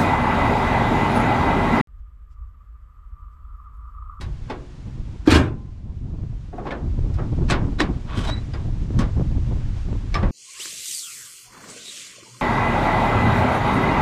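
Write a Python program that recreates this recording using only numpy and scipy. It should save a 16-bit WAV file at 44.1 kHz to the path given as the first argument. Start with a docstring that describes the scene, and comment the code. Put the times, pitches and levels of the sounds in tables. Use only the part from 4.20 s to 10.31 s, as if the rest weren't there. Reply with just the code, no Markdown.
"""Car hood slam and pins in the wind

A steel car hood drops shut outdoors: a thud on its rubber stops (soft low cycles), then latch and panels
clatter (struck-plate noise plus damped modes). Fingers work the metal hood pins before and after: they
click, knock, scrape (random slips through sheet-metal resonances) and squeak (a gliding tone).
Wind buffets the microphone throughout (shaped noise), over a faint outdoor hiss."""
import sys
import numpy as np
from scipy import signal
from scipy.fft import rfft, irfft, next_fast_len
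from scipy.io import wavfile

SR = 44100
rng = np.random.default_rng(int(sys.argv[2]) if len(sys.argv) > 2 else 0)


def output_pcm(signal):
    """Save a mono or channel-first signal as 16-bit PCM at the path in sys.argv[1].

    Samples are clipped to [-1, 1] before scaling.
    """
    pcm = np.clip(np.atleast_2d(signal).T, -1, 1) * 32767
    wavfile.write(sys.argv[1], SR, np.round(pcm).astype(np.int16))


N = 269495

# the hood bumps on its rubber stops, as it lands and when a hand presses on it:
# start_s [s], level_db [dB], pitch_hz [Hz], swell_s [s]
THUDS = [(1.0752, -2, 305, 0.0042), (1.079, -22, 726, 0.0053), (1.0885, -16, 88, 0.023),
         (1.1215, -5, 277, 0.0025), (1.171, -12, 116, 0.0034), (3.605, -15, 303.5, 0.0082),
         (6.028, -18.5, 198, 0.0079)]
# spectrum of the sheet metal around a pin: freq_hz [Hz], relative density_db [dB per Hz]
SHEET = [(100, -10.5), (300, 2), (600, -2), (1100, -2.5), (1900, -5.5), (2700, -8.5), (4000, -7.5),
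         (6000, -12), (9000, -16), (15000, -35.5)]
# how long that sheet metal rings: freq_hz [Hz], t60_s [s]
SHEET_T60 = [(300, 0.49), (1000, 0.34), (2000, 0.23), (4000, 0.15), (8000, 0.1), (14000, 0.15)]
# its separate modes: freq_hz [Hz], relative level_db [dB], t60_s [s]
SHEET_MODES = [(360, -5, 0.78), (615, -15, 0.3), (970, -14, 0.022), (1118, -4.5, 0.25), (1390, -16, 0.15),
               (1475, -10, 0.15), (1620, -11, 0.24), (1923, -6.5, 0.13), (2230, -14, 0.26),
               (2520, -11, 0.12), (3550, -10.5, 0.16), (3980, -22, 0.068), (5200, -7.5, 0.078),
               (7800, -17.5, 0.055)]


def gain_of(db):
    """Decibels to amplitude."""
    return 10 ** (np.asarray(db) / 20)


def evened(x):
    """Scales to rms 1."""
    return x / np.sqrt(np.mean(x ** 2) + 1e-20)


def read(points, hz):
    """Reads a (Hz, value) table on a log-frequency axis."""
    table_hz, value = np.transpose(points)
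    return np.interp(np.log(hz + 1), np.log(table_hz + 1), value)


def add(mix, start_s, sound):
    """Mixes a sound in at its start time."""
    part = mix[max(round(start_s * SR), 0):][:len(sound)]
    part += sound[:len(part)]


def coloured(x, spectrum):
    """Gives x a spectrum, at rms 1."""
    size = next_fast_len(len(x))
    hz = np.fft.rfftfreq(size, 1 / SR)
    shaped = irfft(rfft(x, size) * gain_of(read(spectrum, hz)), size)
    return evened(shaped[:len(x)])


def wander(size, rate):
    """A random curve of rms 1 that changes about rate times a second."""
    at = np.arange(size) * rate / SR
    return evened(np.interp(at, np.arange(size), rng.standard_normal(size)))


def dulled(hz, corner_hz):
    """A softer contact loses the treble above its corner."""
    return 1 / np.sqrt(1 + (hz / corner_hz) ** 4)


def ring(modes, t):
    """Damped sines; each blow lands elsewhere and so weights them a little differently."""
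    spread_db = 1.5
    out = np.zeros(len(t))
    for hz, db, t60 in modes:
        decay = gain_of(db + rng.normal(0, spread_db) - 60 * t / t60)
        out += decay * np.sin(2 * np.pi * (hz * t + rng.random()))
    return out


def plate(spectrum, decays, bass_db, corner_hz, size=32768, cluster_db=6.0, cluster_hz=130):
    """Struck sheet metal: dense modes that crowd into clusters, each octave dying at its own speed."""
    hz, t = np.fft.rfftfreq(size, 1 / SR), np.arange(size) / SR
    clusters = np.interp(hz / cluster_hz, np.arange(size), rng.standard_normal(size))
    clusters *= hz / (hz + 400)  # the lows stay smoother
    shape_db = read(spectrum, hz) + cluster_db * clusters + bass_db / (1 + (hz / 550) ** 2)
    shape = gain_of(shape_db) * dulled(hz, corner_hz)
    struck = rfft(rng.standard_normal(size)) * evened(shape)
    octave = np.log2(np.clip(hz, 2 ** 6, 2 ** 14))
    out = np.zeros(size)
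    for k in range(6, 15):
        band = irfft(struck * np.maximum(1 - abs(octave - k), 0))  # neighbouring octaves crossfade
        out += band * gain_of(-60 * t / read(decays, 2 ** k))
    return out


def pushes(rows):
    """Soft blows: a few low cycles that swell and die."""
    out, t = np.zeros(N), np.arange(SR // 4) / SR
    for start_s, db, hz, swell_s in rows:
        envelope = t / swell_s * np.exp(1 - t / swell_s)
        add(out, start_s, gain_of(db) * envelope * -np.cos(2 * np.pi * hz * t))
    return out


def wind(rumble_db=1, flutter_db=-37.5, flutter_follows=0.88, rasp_db=-14, lumpy_db=2.5,
         eddies_per_s=70, swell_rumble=0.14):
    """Large eddies rumble on the microphone; small ones flutter in lumps, and only the fastest rasp."""
    # strength of the wind at the microphone: time_s [s], relative level_db [dB]
    strength = [(0.0, -29), (0.55, -39), (0.8, -28.5), (1.03, -33.5), (1.62, -35.5), (1.87, -27.5),
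                (2.1, -28.5), (2.36, -37.5), (2.56, -34.5), (2.66, -25), (2.82, -21.5), (3.05, -23.5),
                (3.62, -26), (3.83, -33), (3.97, -28), (5.15, -21.5), (5.87, -27.5), (6.04, -21.5)]
    # short swells of low flutter, from gusts or the hood's low ringing, and lulls:
    # middle_s [s], length_s [s], flutter_change_db [dB]
    flutter_swells = [(1.851, 0.033, 7), (2.634, 0.065, 11), (2.872, 0.076, 8.5), (3.272, 0.34, 11.5),
                      (3.46, 0.096, 8.5), (3.701, 0.23, 13), (3.99, 0.13, 12.5), (4.137, 0.14, 10),
                      (4.24, 0.064, -3), (4.477, 0.1, 5.5), (4.799, .14, 13), (4.927, 0.057, -14),
                      (5.0, 0.081, 10.5), (5.331, 0.078, 8.5), (5.63, 0.061, -12), (5.714, 0.11, 9)]
    # the strongest single buffets: start_s [s], level_db [dB], pitch_hz [Hz]
    buffet_rows = [(.777, -28.5, 195), (2.036, -20.5, 153), (2.791, -21, 325), (3.188, -22, 417),
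                   (3.222, -16.5, 240), (4.706, -15.5, 220), (4.997, -15, 288), (5.181, -25, 337),
                   (5.687, -26, 340), (5.729, -20, 334)]
    # spectra of slow rumble, quicker flutter and fastest eddies: freq_hz [Hz], relative density_db [dB per Hz]
    rumble_colour = [(8, -3.5), (25, 7.5), (45, 8.5), (80, 5.5), (120, 2.5), (180, -16.5), (400, -64.5),
                     (2000, -100)]
    flutter_colour = [(70, -8), (135, 0), (200, -5), (300, -11), (420, -23), (600, -38), (1000, -44),
                      (5000, -90.5)]
    rasp_colour = [(100, -12.5), (300, 0), (420, -6), (600, -9.5), (1000, -15.5), (2000, -39.5),
                   (10000, -96)]
    swell_cycles = 1 / 3  # each buffet swells for this share of one cycle

    t = np.arange(N) / SR
    strength_db = np.interp(t, *np.transpose(strength))
    swell_db = sum(db * np.exp(-(2 * (t - middle_s) / length_s) ** 2)
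                   for middle_s, length_s, db in flutter_swells)
    eddies = gain_of(lumpy_db * np.minimum(wander(N, eddies_per_s), 2))

    rumble = coloured(rng.standard_normal(N), rumble_colour)
    rumble *= gain_of(rumble_db + strength_db + swell_rumble * swell_db)

    flutter = coloured(rng.standard_normal(N) * eddies, flutter_colour)
    rasp = coloured(rng.standard_normal(N) * eddies ** 2, rasp_colour)
    follow_db = flutter_follows * (strength_db - strength_db.mean())
    turbulence = (flutter + gain_of(rasp_db) * rasp) * gain_of(flutter_db + follow_db + swell_db)

    buffets = pushes([(start_s, db, hz, swell_cycles / hz) for start_s, db, hz in buffet_rows])
    return rumble + turbulence + buffets


def hiss(start_db=-55.5, rise_db_per_s=0.98, dip_depth_db=10.5, sink_s=0.26, recovery_s=1.33):
    """Faint hiss of the open air and far trees; it sinks from the slam on, then creeps back."""
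    # spectrum of the hiss: freq_hz [Hz], relative density_db [dB per Hz]
    hiss_colour = [(150, -2), (500, -3.5), (1100, -3.5), (1400, -6), (3400, -10.5), (7000, -17),
                   (10300, -29.5), (11500, -40), (15500, -50.5)]
    t = np.arange(N) / SR
    since = np.maximum(t - THUDS[0][0], 0)  # seconds since the first thud
    dip_db = dip_depth_db * (1 - np.exp(-since / sink_s)) * np.exp(-(since / recovery_s) ** 3)
    waver_db = .7 * wander(N, 19)
    level_db = start_db + rise_db_per_s * t - dip_db + waver_db
    return gain_of(level_db) * coloured(rng.standard_normal(N), hiss_colour)


def lead_in(db, bass_db, corner_hz, size=1024):
    """A faint burst of sheet-metal noise that swells up to a contact."""
    noise = plate(SHEET, SHEET_T60, bass_db, corner_hz, size=size)
    return gain_of(db) * evened(noise) * np.linspace(0, 1, size)


def tap(db, bass_db, corner_hz, crack_db, own_mode, rise_s, modes_db=-6, crack_s=0.00095):
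    """One contact on a pin: a sharp crack, the part's own ring, and the sheet metal around it."""
    sheet = plate(SHEET, SHEET_T60, bass_db, corner_hz, size=16384, cluster_db=1.0, cluster_hz=173.6)
    t = np.arange(len(sheet)) / SR
    # a soft contact excites the high modes less
    modes = [(hz, level + 20 * np.log10(dulled(hz, corner_hz)), t60) for hz, level, t60 in SHEET_MODES]
    cracked = sheet * (1 + 2 * gain_of(crack_db) * np.exp(-t / crack_s))
    click = cracked + gain_of(modes_db) * ring(modes, t) + ring([own_mode], t)
    return gain_of(db) * click * (1 - np.exp(-t / rise_s))


def snaps(level_db=-3.0, lead_db=-13, rise_s=0.00079, count=2):
    """A pin or fitting seats with a crack, and bounces, weaker and duller each time."""
    # snaps into the seat: start_s [s], relative level_db [dB], bass_db [dB], dull_above_hz [Hz],
    # relative crack_db [dB], own_ring_hz [Hz], relative own_ring_db [dB], own_t60_s [s],
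    # bounce_gap_s [s], bounce_step_db [dB per bounce], bounce_ring_hz [Hz]
    snap_rows = [(.009, -35.5, -5, 12000, -21, 3850, -4.5, 0.15, .01, -6.5, 1006),
                 (2.507, -28.5, 2.5, 2970, -14, 2190, 7.5, 0.02, .007, -1, 1750),
                 (2.94, -45, -2, 14000, -12, 4970, -4, .08, .01, -7, 1440),
                 (3.300, -19, -3, 5670, 5.5, 2980, -13, .05, 0.0052, -11, 2400),
                 (3.308, -20, 2, 5960, 12, 7750, -2, 0.034, .012, -2, 1440),
                 (3.6035, -20.5, 5, 5950, 14, 1816, 19.5, 0.016, .008, -5.5, 1100),
                 (4.336, -32.5, 7, 4060, -4, 4880, -1, 0.053, .01, -8, 1376),
                 (4.789, -26, 5, 10000, -4, 6250, -0.5, 0.031, .013, -2.5, 1100),
                 (5.9426, -25.5, -6, 4500, 6.5, 2290, 6.5, .04, 0.0044, -8, 5280),
                 (5.953, -25, -7, 2270, 5.5, 1170, 9, 0.16, 0.011, -7, 1906)]
    dulling = 0.62  # share of the treble corner kept at each bounce
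    bounce_crack_db, bounce_ring_db, bounce_t60 = -13, 3, 0.088
    out = np.zeros(N)
    for (start_s, db, bass_db, corner_hz, crack_db, own_hz, own_db, own_t60,
         gap_s, step_db, bounce_hz) in snap_rows:
        lead = lead_in(db + lead_db, bass_db, corner_hz)
        add(out, start_s - len(lead) / SR, lead)
        own_mode = (own_hz, own_db, own_t60)
        add(out, start_s, tap(db, bass_db, corner_hz, crack_db, own_mode, rise_s))
        for k in range(1, count + 1):
            mode = (bounce_hz, bounce_ring_db, bounce_t60)
            corner = corner_hz * dulling ** k
            bounce = tap(db + k * step_db, bass_db, corner, bounce_crack_db, mode, rise_s)
            add(out, start_s + k * gap_s, bounce)
    return gain_of(level_db) * out


def knocks(level_db=-3.0, lead_db=-14, ring_db=4, ring_t60=0.075, crack_db=-12, rise_s=0.0022):
    """Fingers fumble with a pin: soft, dull contacts of its plate on the hood."""
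    # knocks: start_s [s], relative level_db [dB], bass_db [dB], dull_above_hz [Hz], ring_hz [Hz]
    knock_rows = [(.298, -24.5, 10.5, 4000, 860), (2.329, -31.5, 15, 1000, 710),
                  (2.381, -25.5, 12.5, 1060, 717), (2.453, -25.5, 7, 1090, 826),
                  (2.467, -27, 7.5, 2250, 1060), (2.984, -27.5, 2, 1390, 1267),
                  (6.026, -22.5, 9, 2160, 530)]
    out = np.zeros(N)
    for start_s, db, bass_db, corner_hz, ring_hz in knock_rows:
        lead = lead_in(db + lead_db, bass_db, corner_hz)
        add(out, start_s - len(lead) / SR, lead)
        own_mode = (ring_hz, ring_db, ring_t60)
        add(out, start_s, tap(db, bass_db, corner_hz, crack_db, own_mode, rise_s))
    return gain_of(level_db) * out


def scrapes(slips_per_s=6000, chatter_db=11, chatter_width_hz=220, uneven_db=2):
    """Short scrapes: tiny, uneven slips drive the sheet metal and one further resonance."""
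    # short scraping sounds:
    # start_s [s], end_s [s], level_db [dB], chatter_hz [Hz], dull_above_hz [Hz]
    scrape_rows = [(1.053, 1.085, -37.5, 1760, 9000), (3.282, 3.335, -29.5, 2700, 7000),
                   (3.581, 3.632, -26.5, 3900, 4500), (3.856, 4.077, -40, 1140, 1900),
                   (3.857, 4.028, -41.5, 3270, 3350), (3.919, 4.144, -36.5, 3100, 10900),
                   (4.032, 4.141, -32, 760, 5500), (4.104, 4.211, -43, 2010, 3520)]
    out = np.zeros(N)
    for start_s, end_s, db, chatter_hz, corner_hz in scrape_rows:
        size = max(round((end_s - start_s) * SR), 64)
        hz = np.fft.rfftfreq(size, 1 / SR)
        slips = rng.standard_normal(SR) * (rng.random(SR) < slips_per_s / SR)
        slips *= gain_of(uneven_db * wander(SR, 89))
        colour_db = read(SHEET, hz) + chatter_db / (1 + ((hz - chatter_hz) / chatter_width_hz) ** 2)
        colour_db += sum(5 / (1 + ((hz - mode[0]) / 45) ** 2) for mode in SHEET_MODES)
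        scrape = irfft(rfft(slips[:size]) * gain_of(colour_db) * dulled(hz, corner_hz), size)
        add(out, start_s, gain_of(db) * evened(scrape) * signal.windows.tukey(size, .6))
    return out


def blows(count=5):
    """The main blows, followed by the ever weaker rebounds as the hood rattles to rest."""
    # blows of latch and panels: start_s [s], relative level_db [dB], bass_db [dB], dull_above_hz [Hz]
    main_blows = [(1.072, -15.5, 4.5, 6700), (1.093, -20, -23, 2520), (1.103, -15.5, -24, 6440),
                  (1.111, -14.5, -35, 5860), (1.124, -13, 2, 3500), (1.140, -13.5, -8.5, 6000),
                  (1.150, -12, -2.5, 5760), (1.163, -13, 10, 4200)]
    settle_start_s, settle_gap_s = 1.19, 0.021
    settle_db, settle_db_per_s, settle_bass_db, settle_dull_hz = -24, -190, -2, 3230
    rebounds = []
    for after_s in np.arange(count) * settle_gap_s:
        db = settle_db + settle_db_per_s * after_s
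        rebounds.append((settle_start_s + after_s, db, settle_bass_db, settle_dull_hz))
    return main_blows + rebounds


def slam(clatter_db=-1.5, modes_db=-13, crack_db=1, crack_s=0.0013, rise_s=0.0032):
    """Latch and panel edges crack and set the whole hood ringing, over thuds on the rubber stops."""
    # the hood's crowd of overlapping modes: freq_hz [Hz], relative density_db [dB per Hz]
    panel_colour = [(30, -15), (70, 6), (170, 3), (310, 8), (500, -3), (1000, -6.5), (1700, -9),
                    (2500, -11), (4000, -11.5), (6000, -18.5), (9000, -23.5), (15000, -29)]
    # how long that crowd rings: freq_hz [Hz], t60_s [s]
    panel_t60 = [(80, 0.77), (300, 0.41), (900, 0.34), (2000, 0.22), (4000, 0.11), (8000, 0.19),
                 (14000, 0.11)]
    # separate modes, close ones near 1 kHz beat: freq_hz [Hz], relative level_db [dB], t60_s [s]
    hood_modes = [(79, 11.5, 0.39), (116.1, -2, 0.99), (222, -13, 0.65), (258, -12, 0.15), (298, -9, .4),
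                  (340, -4.5, 0.47), (380, 0, 0.43), (458, -5, 0.21), (616, -3.5, 0.36), (802, -12, 0.59),
                  (886, -8, 0.36), (1025, -18, 0.99), (1024, -21, 0.96), (1035, -19, 0.97),
                  (1040, -28, 0.61), (1060, -9, 0.17), (1635, 0, 0.15), (1586, -0.5, 0.16),
                  (1718, -2.5, 0.15), (2420, -7, 0.16), (2400, -7, 0.14), (3380, -15, 0.13),
                  (3925, -1.5, 0.075)]
    clatter = np.zeros(N)
    for start_s, db, bass_db, corner_hz in blows():
        panel = plate(panel_colour, panel_t60, bass_db, corner_hz)
        t = np.arange(len(panel)) / SR
        cracked = panel * (1 + gain_of(crack_db) * np.exp(-t / crack_s))
        blow = cracked + gain_of(modes_db) * ring(hood_modes, t)
        add(clatter, start_s, gain_of(db) * blow * (1 - np.exp(-t / rise_s)))
    return gain_of(clatter_db) * clatter + pushes(THUDS)


def squeak(jitter=0.0018, octave_db=-27):
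    """The dry pin squeaks: stick and slip lock onto one high mode, with a faint octave above."""
    # path of the squeak: time_s [s], pitch_hz [Hz], level_db [dB]
    squeak_path = [(4.06, 3930, -57), (4.078, 3890, -35), (4.09, 3760, -39), (4.138, 3966, -33.5),
                   (4.166, 3840, -55), (4.18, 3963, -41.5), (4.21, 3960, -64), (4.22, 3930, -58)]
    time_s, hz, db = np.transpose(squeak_path)
    t = np.arange(N) / SR
    pitch_hz = np.interp(t, time_s, hz) * (1 + jitter * wander(N, 400))
    phase = 2 * np.pi * np.cumsum(pitch_hz) / SR
    level = gain_of(np.interp(t, time_s, db)) * (t > time_s[0]) * (t < time_s[-1])
    tone = np.sin(phase) + gain_of(octave_db) * np.sin(2 * phase)
    return np.sqrt(2) * level * tone  # the root makes the level an rms one


def scene():
    """Everything is close and in the open, so there is no room."""
    mix = wind() + hiss() + snaps() + knocks() + scrapes() + slam() + squeak()
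    return mix[None]


def record(dry):
    """The loudest peaks are rounded off and the ends faded; then the treble is cut at the band limit."""
    edge_hz = 15300
    rounded = dry / (1 + (dry / .9) ** 6) ** (1 / 6)
    faded = rounded * signal.windows.tukey(N, .001)
    lowpass = signal.firwin(511, edge_hz, window=("kaiser", 9), fs=SR)
    return signal.oaconvolve(faded, lowpass[None], "same")


dry = scene()
out = record(dry)
output_pcm(out)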